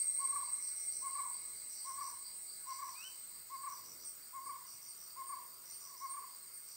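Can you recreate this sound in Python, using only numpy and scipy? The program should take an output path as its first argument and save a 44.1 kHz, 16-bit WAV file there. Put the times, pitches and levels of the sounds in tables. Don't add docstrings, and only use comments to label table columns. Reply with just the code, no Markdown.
import sys
import numpy as np
from scipy import signal
from scipy.io import wavfile
from scipy.ndimage import uniform_filter1d

SR = 44100
rng = np.random.default_rng(int(sys.argv[2]) if len(sys.argv) > 2 else 0)


def int16_out(signal):
    q = np.round(np.clip(np.atleast_2d(signal).T, -1, 1) * 32767)
    wavfile.write(sys.argv[1], SR, q.astype(np.int16))


def volts(x):
    e = np.asarray(x, float) / 20
    return 10 ** e


N = 298116
T = np.arange(N) / SR


def evened(x):
    return x / np.sqrt(np.mean(x ** 2) + 1e-20)


def read(points, hz):
    f, value = np.transpose(points)
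    return np.interp(np.log(hz + 1), np.log(f + 1), value)


def columns(rows):
    s, *rest = np.transpose(rows)
    return [np.interp(T, s, column) for column in rest]


def add(mix, s, sound):
    part = mix[round(s * SR):][:len(sound)]
    part += sound[:len(part)]


def resonate(x, hz, width, order=2):
    turn = np.exp(2j * np.pi * np.cumsum(hz * np.ones(len(x))) / SR)
    r = np.exp(-np.pi * width / SR)
    smooth = signal.lfilter([(1 - r) ** order], np.poly([r] * order), x * turn.conj())
    return 2 * (turn * smooth).real


def drift(hz):
    knots = rng.standard_normal(400)
    return np.interp(T * hz, np.arange(400), knots)


def swells(rows, rise, fall):
    return sum(volts(db) * np.exp(-((T - s) / np.where(T < s, rise, fall)) ** 2) for s, db in rows)


def buzz(per_s, sharp, hz, width, jitter=0.0204):
    turns = np.cumsum(per_s * (1 + jitter * drift(22))) / SR
    gate = np.exp(sharp * (np.cos(2 * np.pi * turns) - 1))
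    return evened(resonate(gate * rng.standard_normal(N), hz, width, order=3))


def hiss(spectrum, patchy_db, ripple_db):
    # pitch_hz, likeness (-1 to 1)
    same_points = [(60, 1), (100, .98), (180, .1), (310, -.35), (950, -.2), (1650, .1), (2860, .3),
                   (4970, .9), (8640, .93), (15000, .88)]
    # pitch_hz, left_minus_right_db
    lean_points = [(60, 0), (180, 0.5), (550, 1.8), (1650, 0.61), (4970, -1.2), (15000, -2)]
    frames, hz = N // 256 + 5, np.fft.rfftfreq(1024, 1 / SR)
    a, b, c, d, patches = rng.standard_normal((frames, 513, 5)).T
    patches = uniform_filter1d(patches, size=10, axis=0)
    patches = evened(uniform_filter1d(patches, size=10, axis=1))
    same = np.clip(read(same_points, hz), -1, 1)[:, None]
    left = a + 1j * b
    right = same * left + np.sqrt(1 - same ** 2) * (c + 1j * d)
    z = np.array([left, right])
    lean_db = read(lean_points, hz)[:, None] / 2 * np.array([1, -1])[:, None, None]
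    ripple = evened(uniform_filter1d(rng.standard_normal((513, 1)), size=1, axis=0))
    colour_db = read(spectrum, hz)[:, None]
    z *= volts(colour_db + patchy_db * patches + lean_db + ripple_db * ripple)
    return evened(signal.istft(z, nperseg=1024, noverlap=768)[1][:, :N])


def wood(x, t60, gap_s):
    taps = np.zeros((2, SR // 2))
    slots = np.arange(0, SR // 2 - 20, 20)
    at = slots + rng.integers(0, 20, (2, len(slots)))
    np.put_along_axis(taps, at, rng.choice([-1., 1.], at.shape), 1)
    t = np.arange(SR // 2) / SR
    taps *= volts(-60 * t / t60) * np.clip(t / gap_s, 0, 1)
    return signal.fftconvolve(x[None], taps / np.linalg.norm(taps[0]), axes=1)[:, :N]


def note(length, first_hz, top_hz, last_hz, top_at, loud_at, half_db):
    overtone_db = -21.5
    u = np.linspace(0, 1, round(length * SR))
    rising = (first_hz - top_hz) * (1 - u / top_at) ** 2
    falling = (last_hz - top_hz) * (abs(u - top_at) / (1 - top_at)) ** 1.117
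    turn = 2 * np.pi * np.cumsum(top_hz + np.where(u < top_at, rising, falling)) / SR
    swell = np.sin(np.pi / 2 * np.interp(u, [0, loud_at, 1], [0, 1, 0])) ** 1.01
    half_line = volts(half_db) * np.exp(-((u - .25) / 0.2) ** 2) * np.sin(3 * turn / 2)
    return swell * (np.sin(turn) + volts(overtone_db) * np.sin(2 * turn)) + half_line


def air():
    # pitch_hz, level_db
    hum = [(15, -52), (25, -40), (129, -18), (794, -17.5), (1110, -10), (1780, -18), (2130, -14),
           (2430, -20), (3550, -23.5), (4650, -10.5), (6530, -20.5), (7630, -22), (8460, 1), (9640, -19),
           (12500, -25.5), (16200, -38), (22000, -120)]
    # middle_s, length_s, strength_db
    puffs = [
        (0.298, .15, 6.7),
        (.98, .15, 5.4),
        (1.5, .15, 5.7),
        (2.05, 0.14, 3.3),
        (2.851, 0.063, 2.9),
        (3.931, 0.18, 10.5),
        (4.48, 0.07, 7),
        (5.4, 0.38, 4.5),
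    ]
    # start_s, level_db
    twig = [
        (5.3868, -44),
    ]
    calm_db = -2 * np.maximum(T - 1.57, 0)
    puff_db = sum(db * np.exp(-((T - s) / length) ** 2) for s, length, db in puffs)
    rumble = volts(-82 + calm_db + 0.1 * puff_db) * buzz(5, .01, 39.0, 28)
    thud = volts(-87.5 + 0.45 * calm_db + 0.89 * puff_db) * buzz(5, .01, 108.0, 90)
    gust = np.array([buzz(6.4, 0.0066, 409, 740) for ear in range(2)])
    gust = volts(-76.5 + 0.22 * calm_db + 0.97 * puff_db) * gust
    tick = np.zeros(N)
    snap = np.diff(rng.standard_normal(60), 2) * np.exp(-np.arange(58) / 15)
    add(tick, twig[0][0], volts(twig[0][1] - 9) * snap)
    return volts(-57) * hiss(hum, 2.17, 1.0) + rumble + thud + gust + tick


def fading_chorus():
    # time_s, level_db, body_pitch_hz
    chorus = [(0, -38, 8550), (.5, -42, 8430), (1.1, -42.5, 8394), (1.6, -46.5, 8245), (2.1, -49.5, 8316),
              (2.7, -50, 8230), (3.4, -55, 8214), (4.2, -60.5, 8100), (5.1, -57.5, 8420), (5.9, -58, 8320),
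              (6.76, -53, 8420)]
    level_db, hz = columns(chorus)
    change_db = level_db - level_db.mean()
    low_db = -71 + 0.8 * change_db
    high_db = -63.5 + 0.46 * change_db - 18 * np.clip((T - 4) / 0.57 + .5, 0, 1)
    throb_db = 1.2 * drift(36) + .5 * drift(9)
    out = volts(level_db - 3.0 + throb_db) * buzz(230, 0.36, hz, 810)
    out += volts(low_db - 5.0 + 2.8 * drift(30)) * buzz(63, 0.057, 2152, 237)
    return out + volts(high_db - 9.0) * buzz(205, 0.32, 4096, 370)


def single_cicadas():
    # time_s, level_db
    leader = [(.012, -36), (.085, -38), (.19, -49), (.245, -37), (.3, -40), (.39, -40), (.44, -49),
              (.535, -40), (.635, -55), (.72, -46), (.89, -47)]
    # pitch_hz, throbs_per_s, start_level_db, loss_db_per_s, stop_s
    singers = [
        (8230, 16, -51, 3, 2.6),
        (8640, 17, -56, 8, 1.5),
        (8810, 11.5, -58, 1.5, 3.1),
        (9065, 14.5, -58, 2, 2.8),
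        (7870, 8.3, -59, 3.5, 4.9),
    ]
    singer_widths = [51, 39, 36.5, 23.4, 256]
    burst_s = 0.017
    bursts = swells(leader, burst_s, burst_s) + volts(-47 - 8.8 * T)
    tone = np.sin(2 * np.pi * np.cumsum(8430 + 14 * drift(25.16)) / SR)
    out = bursts * evened(tone + 0.36 * buzz(24, 0.21, 8430, 60))
    for (line_hz, per_s, start_db, loss_db, stop), width in zip(singers, singer_widths):
        level = np.clip((stop - T) / .3, 0, 1) * volts(start_db - loss_db * T)
        out += level * buzz(per_s, .7, line_hz, width, jitter=.05)
    return out


def starting_cicada():
    # start_s, level_db, length_s
    strokes = [
        (3.164, -47, 0.083),
        (3.614, -42.5, 0.053),
        (4.0457, -39.5, 0.048),
        (4.451, -43.5, 0.058),
        (4.88, -43, 0.033),
        (5.2696, -43.5, 0.052),
        (5.703, -44, 0.077),
        (6.097, -40, 0.041),
        (6.534, -45, 0.049),
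    ]
    out = np.zeros(N)
    t = np.arange(round(.35 * SR)) / SR
    for s, db, length in strokes:
        since = s - strokes[0][0]
        body_hz = 8425 + 84 * since
        swell = np.clip(t / 0.0042, 0, 1)
        swell *= np.where(t < length, 1, 0.53 * np.exp(-(t - length) / 0.073))
        upper = (.1 + .17 * since) * np.exp(2j * np.pi * 275 * t)
        ribs = 1 + upper + 0.22 * np.exp(-2j * np.pi * 140 * t)
        wobble = np.cumsum(uniform_filter1d(rng.standard_normal(len(t)), size=200)) * 0.0013
        tone = (ribs * np.exp(1j * (2 * np.pi * body_hz * t + wobble))).real
        add(out, s, volts(db - 5) * uniform_filter1d(swell, size=500) * tone)
    return out


def katydids():
    # pitch_hz, level_db
    katydid_colour = [(8000, -33), (11000, -21), (12600, -13), (13500, -10.5), (14400, -4), (15100, -3),
                      (15500, 1), (15900, -2)]
    turns = np.cumsum(26.0 + 0.29 * drift(2.4)) / SR
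    flutter = 1
    for k, depth in enumerate((0.093, 0.03, 0.11, 0.2), 1):
        flutter = flutter + depth * np.cos(2 * np.pi * k * turns)
    return volts(-51) * flutter * hiss(katydid_colour, 1.1, 3.2)


def other_crickets():
    # first_s, last_s, throbs (a count)
    bouts = [
        (.01, 1.58, 8),
        (1.8, 2.74, 5),
        (2.95, 2.95, 1),
        (3.13, 4.69, 8),
        (4.9, 5.74, 5),
        (5.89, 5.89, 1),
        (6.07, 6.72, 4),
    ]
    bout_db = [-62, -58, -63, -64, -65.5, -68, -66]
    throbs = []
    for (first, last, count), db in zip(bouts, bout_db):
        throbs += [(s, db) for s in np.linspace(first, last, count)]
    throb = volts(-78) + swells(throbs, 0.039, .07)
    low = throb * buzz(71, 0.17, 4670, 490) * volts(1.5 * drift(12.3))
    chirps = np.exp(0.36 * (np.cos(2 * np.pi * np.cumsum(8.8 + .5 * drift(2.8)) / SR) - 1))
    far = volts(-64 - 6.9 * T) * buzz(52, 0.12, 5730, 650)
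    return low + far + volts(-68.0) * chirps * buzz(61.5, 0.29, 7000, 270)


def near_cricket():
    # start_s, level_db
    triplets = [
        (0.61, -53),
        (1.695, -52),
        (2.68, -53),
        (3.686, -53),
        (4.665, -55),
        (5.654, -53.5),
        (6.684, -55.5),
    ]
    beats = [0, .151, .312]
    t, clicks = np.arange(round(.11 * SR)) / SR, np.zeros(N)
    chirps = [(s + beat, db) for s, db in triplets for beat in beats if s + beat < T[-1]]
    for s, db in chirps:
        pace = 84 + rng.uniform(-7, 7)
        scrape = rng.standard_normal(len(t))
        teeth = np.exp(1.6 * (np.cos(2 * np.pi * pace * (t - .002)) - 1))
        sweep = np.sin(2 * np.pi * np.cumsum(5730 + 150 * np.sin(2 * np.pi * pace * t)) / SR)
        swell = np.sin(np.pi * ((t + 0.0094) / 0.15) ** 0.57)
        add(clicks, s, volts(db + 3.0) * swell * teeth * (sweep + 5.1 * scrape))
    near = resonate(clicks, 5700, 560) + .6 * resonate(clicks, 5330, 200)
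    return near + volts(-3.5) * wood(near, .4, .02).mean(0)


def owl():
    # start_s, stretch (times as slow), hoot_length_s
    hoots = [
        (0.2004, 1.015, .081),
        (1.029, 1, .085),
        (1.8584, 0.98, .081),
        (2.675, 0.94, .077),
        (3.51, .995, .079),
        (4.341, .98, .075),
        (5.174, .96, .073),
        (6.015, 1.001, .077),
    ]
    # hoot_db, trill_db
    efforts = [(-40.5, -39), (-41, -39), (-42, -39.5), (-40.5, -39.5), (-41.5, -40), (-41.5, -41),
               (-41.5, -40.5), (-39.5, -43)]
    # first_hz, top_hz, last_hz
    hoot_hz = (930, 1103, 1042)
    # start_s (after the call), length_s, top_hz, last_hz, level_db
    trill = [
        (.118, .033, 1135, 1015, -1.5),
        (.148, .04, 1170, 975, 1.5),
        (.191, .032, 1125, 1030, -6.5),
        (.219, .02, 1075, 960, -4),
        (.258, .036, 995, 900, -15),
    ]
    # delay_s, left_db, right_db
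    trunks = [(0.02, -22.5, -10.5), (.03, -15, -15), (0.043, -29, -25), (.056, -11, -9), (.07, -16.5, -20),
              (0.09, -13.5, -21), (.12, -30, -22)]
    voice = np.zeros(N)
    for (s, stretch, hoot_length), (hoot_db, trill_db) in zip(hoots, efforts):
        lift = stretch ** 0.31
        hoot = note(hoot_length, *lift * np.array(hoot_hz), top_at=.45, loud_at=.82, half_db=-99)
        add(voice, s - .016, volts(hoot_db) * hoot)
        for start, length, top_hz, last_hz, db in trill:
            tired_db = 1.4 * s * (start / trill[-1][0]) ** 6.
            top = lift * top_hz
            sound = note(length * stretch, top - 22.8, top, lift * last_hz, 0.24, 0.49, half_db=-23.5)
            add(voice, s + start * stretch, volts(trill_db + db - tired_db) * sound)
    effort = uniform_filter1d(abs(voice), size=200)
    breath = evened(resonate(rng.standard_normal(N), 1530, 620))
    voice = voice + volts(-24.5) * effort * breath
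    out = voice * volts([[1.5], [-3.5]])
    for delay, left_db, right_db in trunks:
        out += np.roll(voice, round(delay * SR)) * volts([[left_db], [right_db]])
    return out + volts(-12) * wood(voice, .8, .08)


def far_birds():
    # start_s, length_s, first_hz, last_hz, level_db
    far_owl = [
        (1.265, 0.023, 1010, 912, -49.5),
        (1.278, 0.033, 970, 911, -64),
        (2.634, 0.039, 1110, 1020, -62),
        (5.808, 0.039, 1140, 980, -65),
        (5.838, 0.059, 1120, 960, -59),
        (5.886, 0.052, 1135, 930, -57),
        (5.923, 0.0556, 1113, 936, -56),
    ]
    # time_s, pitch_hz (strong second partial), level_db
    whistle = [
        (2.94, 2230, -74),
        (2.968, 2454, -65),
        (3.012, 2580, -61),
        (3.054, 3032, -58.5),
        (3.082, 3060, -58),
        (3.1, 3050, -96),
    ]
    far = np.zeros(N)
    for s, length, first_hz, last_hz, db in far_owl:
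        add(far, s, volts(db) * note(length, first_hz, first_hz, last_hz, 0.36, 0.48, -99))
    hz, level_db = columns(whistle)
    turn = 2 * np.pi * np.cumsum(hz) / SR
    sounding = uniform_filter1d(1. * (T > whistle[0][0]) * (T < whistle[-1][0]), size=400)
    companions = volts(-14) * np.sin(turn / 2) + volts(-16) * np.sin(3 * turn / 2)
    far += sounding * volts(level_db + 6 + 2.2 * drift(70)) * (np.sin(turn) + companions)
    return far * volts([[.3], [-.3]]) + volts(-5) * wood(far, .45, .02)


def scene():
    insects = fading_chorus() + single_cicadas() + starting_cicada()
    insects = insects + other_crickets() + near_cricket()
    insects = insects * volts([[-.6], [.2]]) + volts(-11) * wood(insects, 0.1, 0.015)
    return air() + insects + katydids() + owl() + far_birds()


def band_limit(x):
    return signal.sosfilt(signal.butter(12, 15760, fs=SR, output="sos"), x)


def record(dry):
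    low_cut = signal.butter(4, 35, "high", fs=SR, output="sos")
    side_cut = signal.butter(4, 145, "high", fs=SR, output="sos")
    mid = signal.sosfilt(low_cut, dry.mean(0))
    side = signal.sosfilt(side_cut, (dry[0] - dry[1]) / 2)
    edge = signal.firwin(1023, 15760, window=("kaiser", 9), fs=SR)
    stereo = np.array([mid + side, mid - side])
    return band_limit(signal.oaconvolve(stereo, edge[None], "same"))


dry = scene()
out = record(dry)
int16_out(out)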